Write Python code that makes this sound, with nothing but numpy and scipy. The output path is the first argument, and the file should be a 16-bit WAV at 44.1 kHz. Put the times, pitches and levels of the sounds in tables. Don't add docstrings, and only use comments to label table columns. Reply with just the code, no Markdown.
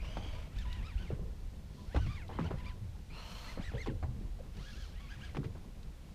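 import sys
import numpy as np
from scipy.fft import rfft, irfft, next_fast_len
from scipy.io import wavfile
from scipy.ndimage import map_coordinates

SR = 44100
rng = np.random.default_rng(int(sys.argv[2]) if len(sys.argv) > 2 else 0)


def inscribe(sig):
    pcm = np.round(np.clip(np.atleast_2d(sig).T, -1, 1) * 32767)
    wavfile.write(sys.argv[1], SR, pcm.astype(np.int16))


N = 270814

# (time [s], relative level [dB])
GUSTS = [(0.0, -42.5), (0.14, -44), (1.04, -46.5), (1.13, -42), (1.66, -49.5), (1.81, -50), (2.03, -40.5),
         (2.24, -46.5), (2.5, -46), (2.92, -49.5), (3.57, -49.5), (4.0, -42), (4.31, -48.5), (4.8, -51),
         (5.59, -48), (5.81, -50), (6.14, -52.5)]
# (frequency [Hz], relative density [dB])
RUMBLE_SPECTRUM = [(11, -17), (18, 2.5), (43, 3.5), (80, -1), (97, -5), (150, -23), (201, -21),
                   (217, -21.5), (240, -33), (260, -27.5), (340, -26.5), (570, -120)]
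SLOSH_SPECTRUM = [(71, -54), (120, 2.5), (199, -0.5), (276, -12.5), (447, -14.5), (846, -26.5), (957, -24),
                  (1050, -21.5), (1400, -36), (1820, -62), (3080, -120)]
RIPPLE_SPECTRUM = [(290, -28), (500, -6), (646, -11.5), (778, -9.5), (937, -13), (1050, -17.5),
                   (1440, -14.5), (1780, -15.5), (4010, -18), (5260, -20.5), (15100, -31)]

# (start [s], end [s], level [dB])
RETRIEVES = [(1.644, 2.247, -70), (4.495, 4.984, -63.5)]
# (start [s], end [s], hiss [dB], full-speed pitch [Hz], whine [dB], spin-up time [s])
PAYOUTS = [(-.02, 0.531, -57, 3180, -59, 0.06), (3.093, 3.63, -55, 3130, -61, .085)]
# (start [s], end [s], level [dB])
SONG_SPAN = (0.036, 0.46, -69)
FIZZ_SPAN = (3.17, 3.6, -62.5)
# (frequency [Hz], relative density [dB])
GUIDE_SPECTRUM = [(900, -20), (2000, -20), (3200, 3), (4300, 3), (6000, 0), (8000, -12), (15000, -23)]
FIRST_RUN_SPECTRUM = [(240, -41), (400, -33), (432, 7), (602, 0), (791, -4), (880, 2), (1970, -7),
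                      (3100, -2.5), (3890, -10.5), (4740, -13), (5600, -14), (6320, -18), (15000, -36)]
SECOND_RUN_SPECTRUM = [(240, -44), (400, -18), (480, 1), (661, -1.5), (724, 3.5), (805, -18), (868, 5),
                       (1270, -3.5), (2000, -7.5), (2630, -3.5), (3680, -8.5), (4280, -17), (4840, -14.5),
                       (15100, -34.5)]
FIZZ_SPECTRUM = [(3000, -4), (5500, 7), (9000, -6), (12000, -7), (14000, -6), (16000, -12)]
# (frequency [Hz], width [Hz], gain [dB])
FIRST_RUN_MODES = [(2830, 700, -7), (2250, 260, 3.5), (1140, 380, -6), (623, 93, 12)]
SECOND_RUN_MODES = [(4215, 340, -5.5), (2680, 190, -11.5), (1270, 224, -8)]

# (time [s], level [dB])
PAWL_TICKS = [(0.586, -45.5), (0.728, -45), (2.281, -54.5), (2.657, -57), (4.57, -53), (4.822, -52),
              (5.25, -54), (5.83, -57.5)]
FRAME_RINGS = [(.345, -52), (.65, -49), (.75, -52.5), (1.778, -55), (2.581, -49), (2.654, -48.5),
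               (2.698, -55)]
# (peak time [s], rise [s], fall [s], peak tooth rate [Hz], rasp [dB], relative whine [dB])
STROKES = [(.595, .04, .06, 1741, -59, -64.5), (.755, .14, 0.069, 980, -61, -64.5),
           (0.871, 0.048, 0.063, 1320, -61.5, -63), (1.0, .035, 0.095, 1520, -61, -65.5),
           (2.025, 0.087, .055, 1515, -62, -62.5), (2.135, .1, .075, 1206, -60.5, -61.5),
           (2.36, 0.047, .05, 1048, -67, -65.5), (2.463, .045, 0.03, 1510, -62, -62.5),
           (2.595, 0.034, 0.032, 1014, -63.5, -69), (2.678, 0.037, 0.037, 1190, -61, -62),
           (3.505, 0.059, .05, 2010, -61, -66.5), (3.66, .052, .06, 1980, -57.5, -61),
           (3.803, .046, 0.073, 2060, -61, -60), (4.695, .095, 0.065, 1660, -63.5, -65),
           (4.81, .1, 0.065, 1683, -65, -67.5), (5.05, 0.11, .08, 1126, -65, -67.5),
           (5.13, 0.049, 0.041, 1680, -61.5, -65), (5.245, 0.051, 0.056, 1620, -58, -68)]
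# (multiple of the tooth rate [1], relative level [dB])
MESH_HARMONICS = [(1, 1.5), (2, -2), (3, -6), (4, -7)]
# (frequency [Hz], gain [dB])
REEL_RESPONSE = [(500, 0), (1000, 0), (1400, 3.5), (2000, 8.5), (3000, 6.5), (4200, 1.5), (6000, -2),
                 (10000, -7)]
# (frequency [Hz], relative density [dB])
RASP_SPECTRUM = [(410, -60), (700, -3.5), (899, -8.5), (988, -6), (1070, -13), (1330, -4), (2110, -4.5),
                 (2300, -2.5), (2920, -4), (12000, -29.5), (15600, -46), (22000, -120)]
PAWL_SPECTRUM = [(800, -37), (2200, 9), (4200, 15.5), (7000, -3), (15000, -12)]

# (time [s], relative level [dB], nominal pitch [Hz], 60 dB decay time [s])
HULL_BLOWS = [(0.173, -41, 203, 0.16), (0.565, -24.5, 48, 0.11), (0.65, -32.5, 48.2, 0.55),
              (0.937, -38, 113, 0.1), (0.954, -21, 42.4, 0.15), (1.123, -23, 120.3, 0.063),
              (1.953, -19, 67.5, 0.17), (2.001, -34, 103.6, 0.49), (2.061, -31.5, 121.5, 0.22),
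              (2.403, -29, 150, 0.21), (2.45, -29, 85, 0.18), (2.528, -31.5, 125.3, 0.16),
              (2.809, -37, 111.3, 0.31), (2.844, -40, 79.4, 0.41), (3.588, -28, 103.4, 0.067),
              (3.742, -26, 127, 0.1), (3.884, -31, 139.2, 0.13), (3.937, -27.5, 89, 0.11),
              (4.033, -25, 76.6, 0.14), (4.071, -39, 113.8, 0.5), (4.21, -36, 192.4, 0.081),
              (4.951, -35, 43.1, 0.22), (5.376, -29.5, 137.4, 0.16), (5.454, -32, 108.8, 0.22),
              (5.546, -45.5, 156, 0.24)]
# (multiple of the nominal pitch [1], gain [dB])
HULL_MODES = [(1.002, 2.5), (1.546, -7.5), (2.4, -20)]
# (time [s], smack [dB], spray [dB], 60 dB decay time [s],
# pocket pitch [Hz], pocket [dB], gulp [dB], churn [dB], churn time scale [s])
WAVES = [(.17, -38.5, -44.5, 0.087, 745, -29.5, -51, -55.5, 0.093),
         (0.26, -57, -62, 0.095, 290, -40, -54, -56.5, 0.039),
         (1.104, -46, -66, 0.13, 471, -27.5, -42, -53, 0.069),
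         (1.193, -64, -71, .15, 433.6, -39, -36.5, -56, .12),
         (1.946, -36.5, -45.5, 0.1, 535, -26.5, -37, -49, 0.024),
         (1.959, -39.5, -45, .12, 927, -36, -43, -42, 0.023),
         (2.063, -48, -47, 0.076, 309, -56, -52, -64, .03),
         (2.292, -49, -63, 0.59, 873, -38, -53, -52, .045),
         (2.388, -35, -62, 0.037, 1067, -22.5, -38, -48, 0.028),
         (2.393, -47, -53, 0.29, 268.3, -23.5, -36, -50, .04),
         (2.442, -51.5, -71, 0.22, 800, -48, -55, -53, .063),
         (2.504, -42, -54.5, 0.19, 497.6, -45, -37, -48, 0.041),
         (3.573, -45, -72, 0.22, 631, -34.5, -35, -53.5, .04),
         (3.718, -53, -82, 0.21, 754, -40, -48, -55.5, 0.042),
         (3.737, -58, -73, 0.2, 485, -39, -53, -47.5, 0.055),
         (3.861, -43, -43, 0.067, 930, -35, -34.5, -48.5, 0.033),
         (3.872, -51, -41, 0.025, 447, -32, -45, -44.5, .056),
         (3.883, -62, -79, 0.094, 270.5, -29, -48, -46.5, 0.062),
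         (4.027, -40.5, -54, 0.11, 767, -36, -45, -54, 0.038),
         (4.211, -65, -64, .1, 337, -39, -49, -60, .063),
         (4.391, -68, -63, 0.13, 558, -46, -49, -53, 0.029),
         (5.348, -48, -51, 0.16, 990, -35.5, -52, -57, 0.028),
         (5.368, -37, -43.5, 0.031, 407.7, -38, -41, -47, 0.06),
         (5.385, -51, -77, 0.087, 249.7, -35, -40, -49, 0.076),
         (5.432, -64, -57, 0.065, 1290, -41, -53, -59, .02),
         (5.44, -49, -48.5, 0.11, 394, -48.5, -33, -48.5, 0.041),
         (5.55, -52, -69, 0.15, 300, -54, -61, -68, .03)]
# (frequency [Hz], relative density [dB])
SMACK_SPECTRUM = [(120, 3.5), (300, 7), (600, 1.5), (950, -1), (1400, -5.5), (2400, -15), (5000, -65),
                  (12000, -61)]
SPRAY_SPECTRUM = [(600, -38), (1700, 6.5), (2700, 6), (4500, -1.5), (7000, -12.5), (15000, -31)]


def amp(db):
    return 10 ** (np.asarray(db) / 20)


def unit(x):
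    return x / np.sqrt(np.mean(x ** 2) + 1e-20)


def along(points, hz):
    knots_hz, values = np.transpose(points)
    return np.interp(np.log(hz + 1), np.log(knots_hz + 1), values)


def wobble(rate):
    return map_coordinates(rng.standard_normal(int(N * rate / SR) + 4), [np.arange(N) * rate / SR])


def filtered(x, response):
    size = next_fast_len(N + SR // 2)
    return irfft(rfft(x, size) * response(np.fft.rfftfreq(size, 1 / SR)), size)[:N]


def noise(spectrum):
    return unit(filtered(rng.standard_normal(N), lambda hz: amp(along(spectrum, hz))))


def narrow(hz, width_hz):
    phase = 2 * np.pi * np.cumsum(hz * np.ones(N)) / SR
    return wobble(width_hz) * np.sin(phase) + wobble(width_hz) * np.cos(phase)


def add(track, start, sound):
    part = track[max(round(start * SR), 0):][:len(sound)]
    part += sound[:len(part)]


def fade(t, attack, t60):
    return (1 - np.exp(-t / attack)) * amp(-60 * t / t60)


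def held(start, end, attack, release):
    t = np.arange(N) / SR
    return np.clip((t - start) / attack, 0, 1) * np.clip((end - t) / release, 0, 1)


def bubble(t, hz, cycles, glide):
    life = cycles / hz
    pitch = hz * glide ** np.minimum(t / life, 1)
    return np.sin(2 * np.pi * np.cumsum(pitch) / SR) * fade(t, life / 30, life)


def wind():
    gust_db = np.interp(np.arange(N) / SR, *np.transpose(GUSTS))
    return amp(gust_db + 3.5 + 1.1 * wobble(9)) * noise(RUMBLE_SPECTRUM)


def ripples():
    return amp(-65 + 0.057 * wobble(16)) * noise(RIPPLE_SPECTRUM)


def agitation():
    calm_db, blow_limit_db, stir_db = -56, -28, -20
    t = np.arange(SR) / SR
    power = np.full(N, amp(calm_db) ** 2)
    for start, db, _, _ in HULL_BLOWS:
        surge = amp(min(db, blow_limit_db) + stir_db) * fade(t, attack=0.08, t60=0.62)
        add(power, start, surge ** 2)
    return 10 * np.log10(power)


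def gurgle(level_db, count):
    t = np.arange(SR // 8) / SR
    out = np.zeros(N)
    for when, pitch, strength in rng.random((count, 3)):
        hz = 220 * 5.5 ** pitch
        db = level_db[int(when * N)] - 7 + 14 * strength ** 3 - 9 * pitch
        add(out, when * N / SR, amp(db) * bubble(t, hz, cycles=33, glide=1.8))
    return out


def slosh():
    level_db = agitation()
    wash = amp(level_db + 2.8 * wobble(22)) * noise(SLOSH_SPECTRUM)
    return wash + gurgle(level_db, count=170)


def line_friction(start, end, db, spectrum, modes, whirr_db, attack):
    def response(hz):
        return sum(amp(gain) / (1 + (2 * (hz - centre) / width) ** 2) for centre, width, gain in modes)

    whirr = unit(filtered(rng.standard_normal(N), response))
    level = held(start, end, attack, release=0.13) * amp(db + 1.5 * wobble(190))
    return level * (noise(spectrum) + amp(whirr_db) * whirr)


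def line_fizz():
    start, end, db = FIZZ_SPAN
    return amp(db) * held(start, end, attack=0.13, release=0.1) * noise(FIZZ_SPECTRUM)


def line_song():
    start, end, db = SONG_SPAN
    settled_hz, sharp_hz, slacken_s = 4600, 600, 0.086
    elapsed = np.maximum(np.arange(N) / SR - start, 0)
    hz = settled_hz + sharp_hz * np.exp(-elapsed / slacken_s)
    return amp(db) * held(start, end, attack=0.05, release=0.085) * narrow(hz, width_hz=170)


def spool():
    start_speed, whine_share = 0.7, 0.686
    t = np.arange(N) / SR
    out = np.zeros(N)
    for start, end, _, top_hz, db, spin_up in PAYOUTS:
        elapsed = np.maximum(t - max(start, 0), 0)
        hz = top_hz * (1 - (1 - start_speed) * np.exp(-elapsed / spin_up))
        whine = narrow(hz, width_hz=420)
        octave = narrow(2 * hz, width_hz=380)
        level = held(start, start + whine_share * (end - start), attack=0.012, release=0.08)
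        out += amp(db) * level * (whine + amp(-13) * octave)
    return out


def reel_frame():
    mode_hz = 996
    t = np.arange(SR // 3) / SR
    ring = np.sin(2 * np.pi * mode_hz * t) * fade(t, attack=0.0084, t60=0.23)
    out = np.zeros(N)
    for start, db in FRAME_RINGS:
        add(out, start, amp(db) * ring)
    return out


def pawl():
    t = np.arange(SR // 3) / SR
    envelope = np.zeros(N)
    for start, db in PAWL_TICKS:
        add(envelope, start, amp(db) * fade(t, attack=0.0001, t60=0.028))
    return envelope * noise(PAWL_SPECTRUM)


def cranking():
    idle_hz, ease_db, squareness = 637.7, 8, 2.4
    t = np.arange(N) / SR
    tooth_hz, rasp_gain, whine_gain = np.zeros((3, N))
    for peak, rise, fall, hz, rasp_db, whine_db in STROKES:
        width = np.where(t < peak, rise, fall)
        push = np.exp(-np.abs((t - peak) / width) ** squareness)
        gate = held(peak - 1.94 * rise, peak + 1.9 * fall, attack=0.043, release=0.032)
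        effort = gate * amp(-ease_db * (1 - push))
        tooth_hz = np.maximum(tooth_hz, idle_hz + (hz - idle_hz) * push)
        rasp_gain = np.maximum(rasp_gain, amp(rasp_db) * effort)
        whine_gain = np.maximum(whine_gain, amp(whine_db) * effort)
    return tooth_hz, rasp_gain, whine_gain


def gears():
    tooth_hz, rasp_gain, whine_gain = cranking()
    jitter = 1 + 0.014 * wobble(90) + 0.033 * wobble(600)
    phase = 2 * np.pi * np.cumsum(tooth_hz * jitter) / SR
    whine = np.zeros(N)
    for order, db in MESH_HARMONICS:
        bite_db = 3 * wobble(45) + 3 * wobble(220)
        body_db = along(REEL_RESPONSE, order * tooth_hz)
        whine += amp(db + body_db + bite_db) * np.sin(order * phase)
    rasp = noise(RASP_SPECTRUM) * amp(2.1 * wobble(170))
    return whine_gain * whine + rasp_gain * rasp


def hull():
    t = np.arange(SR // 2) / SR
    out = np.zeros(N)
    for start, db, hz, t60 in HULL_BLOWS:
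        envelope = fade(t, attack=0.0067, t60=t60)
        for ratio, mode_db in HULL_MODES:
            pitch = hz * ratio * np.exp(rng.normal(0, 0.049))
            add(out, start, amp(db + mode_db) * np.sin(2 * np.pi * pitch * t) * envelope)
    return out


def churn():
    t = np.arange(N) / SR
    out = np.zeros(N)
    for start, _, _, _, hz, _, _, db, time_scale in WAVES:
        age = np.maximum(t - start, 0) / (0.36 * time_scale)
        out += amp(db) * age * np.exp(1 - age) * narrow(hz, width_hz=0.48 * hz)
    return out


def slaps():
    gulp_delay_s, gulp_ratio = 0.022, 0.352
    t = np.arange(SR // 3) / SR
    smack, spray, pockets = np.zeros((3, N))
    for start, smack_db, spray_db, t60, hz, pocket_db, gulp_db, _, _ in WAVES:
        contact = fade(t, attack=0.0008, t60=t60)
        add(smack, start, amp(smack_db + 1.5) * contact)
        add(spray, start, amp(spray_db - 4.5) * contact)
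        add(pockets, start, amp(pocket_db + 1.5) * bubble(t, hz, cycles=10.6, glide=0.49))
        gulp = bubble(t, gulp_ratio * hz, cycles=12.3, glide=0.35)
        add(pockets, start + gulp_delay_s, amp(gulp_db + 6) * gulp)
    splats = unit(amp(2.4 * wobble(380)))
    return splats * (smack * noise(SMACK_SPECTRUM) + spray * noise(SPRAY_SPECTRUM)) + pockets


def scene():
    sea = wind() + ripples() + slosh()
    line = line_fizz() + line_song()
    for run in RETRIEVES:
        line += line_friction(*run, GUIDE_SPECTRUM, SECOND_RUN_MODES, whirr_db=-7, attack=0.15)
    first, second = (run[:3] for run in PAYOUTS)
    line += line_friction(*first, FIRST_RUN_SPECTRUM, FIRST_RUN_MODES, whirr_db=-4, attack=0.054)
    line += line_friction(*second, SECOND_RUN_SPECTRUM, SECOND_RUN_MODES, whirr_db=-4, attack=0.079)
    reel = spool() + reel_frame() + pawl() + gears()
    waves = hull() + churn() + slaps()
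    return (sea + line + reel + waves)[None]


def record(dry):
    limit_hz = 15290
    return filtered(dry[0], lambda hz: hz < limit_hz)[None]


dry = scene()
out = record(dry)
inscribe(out)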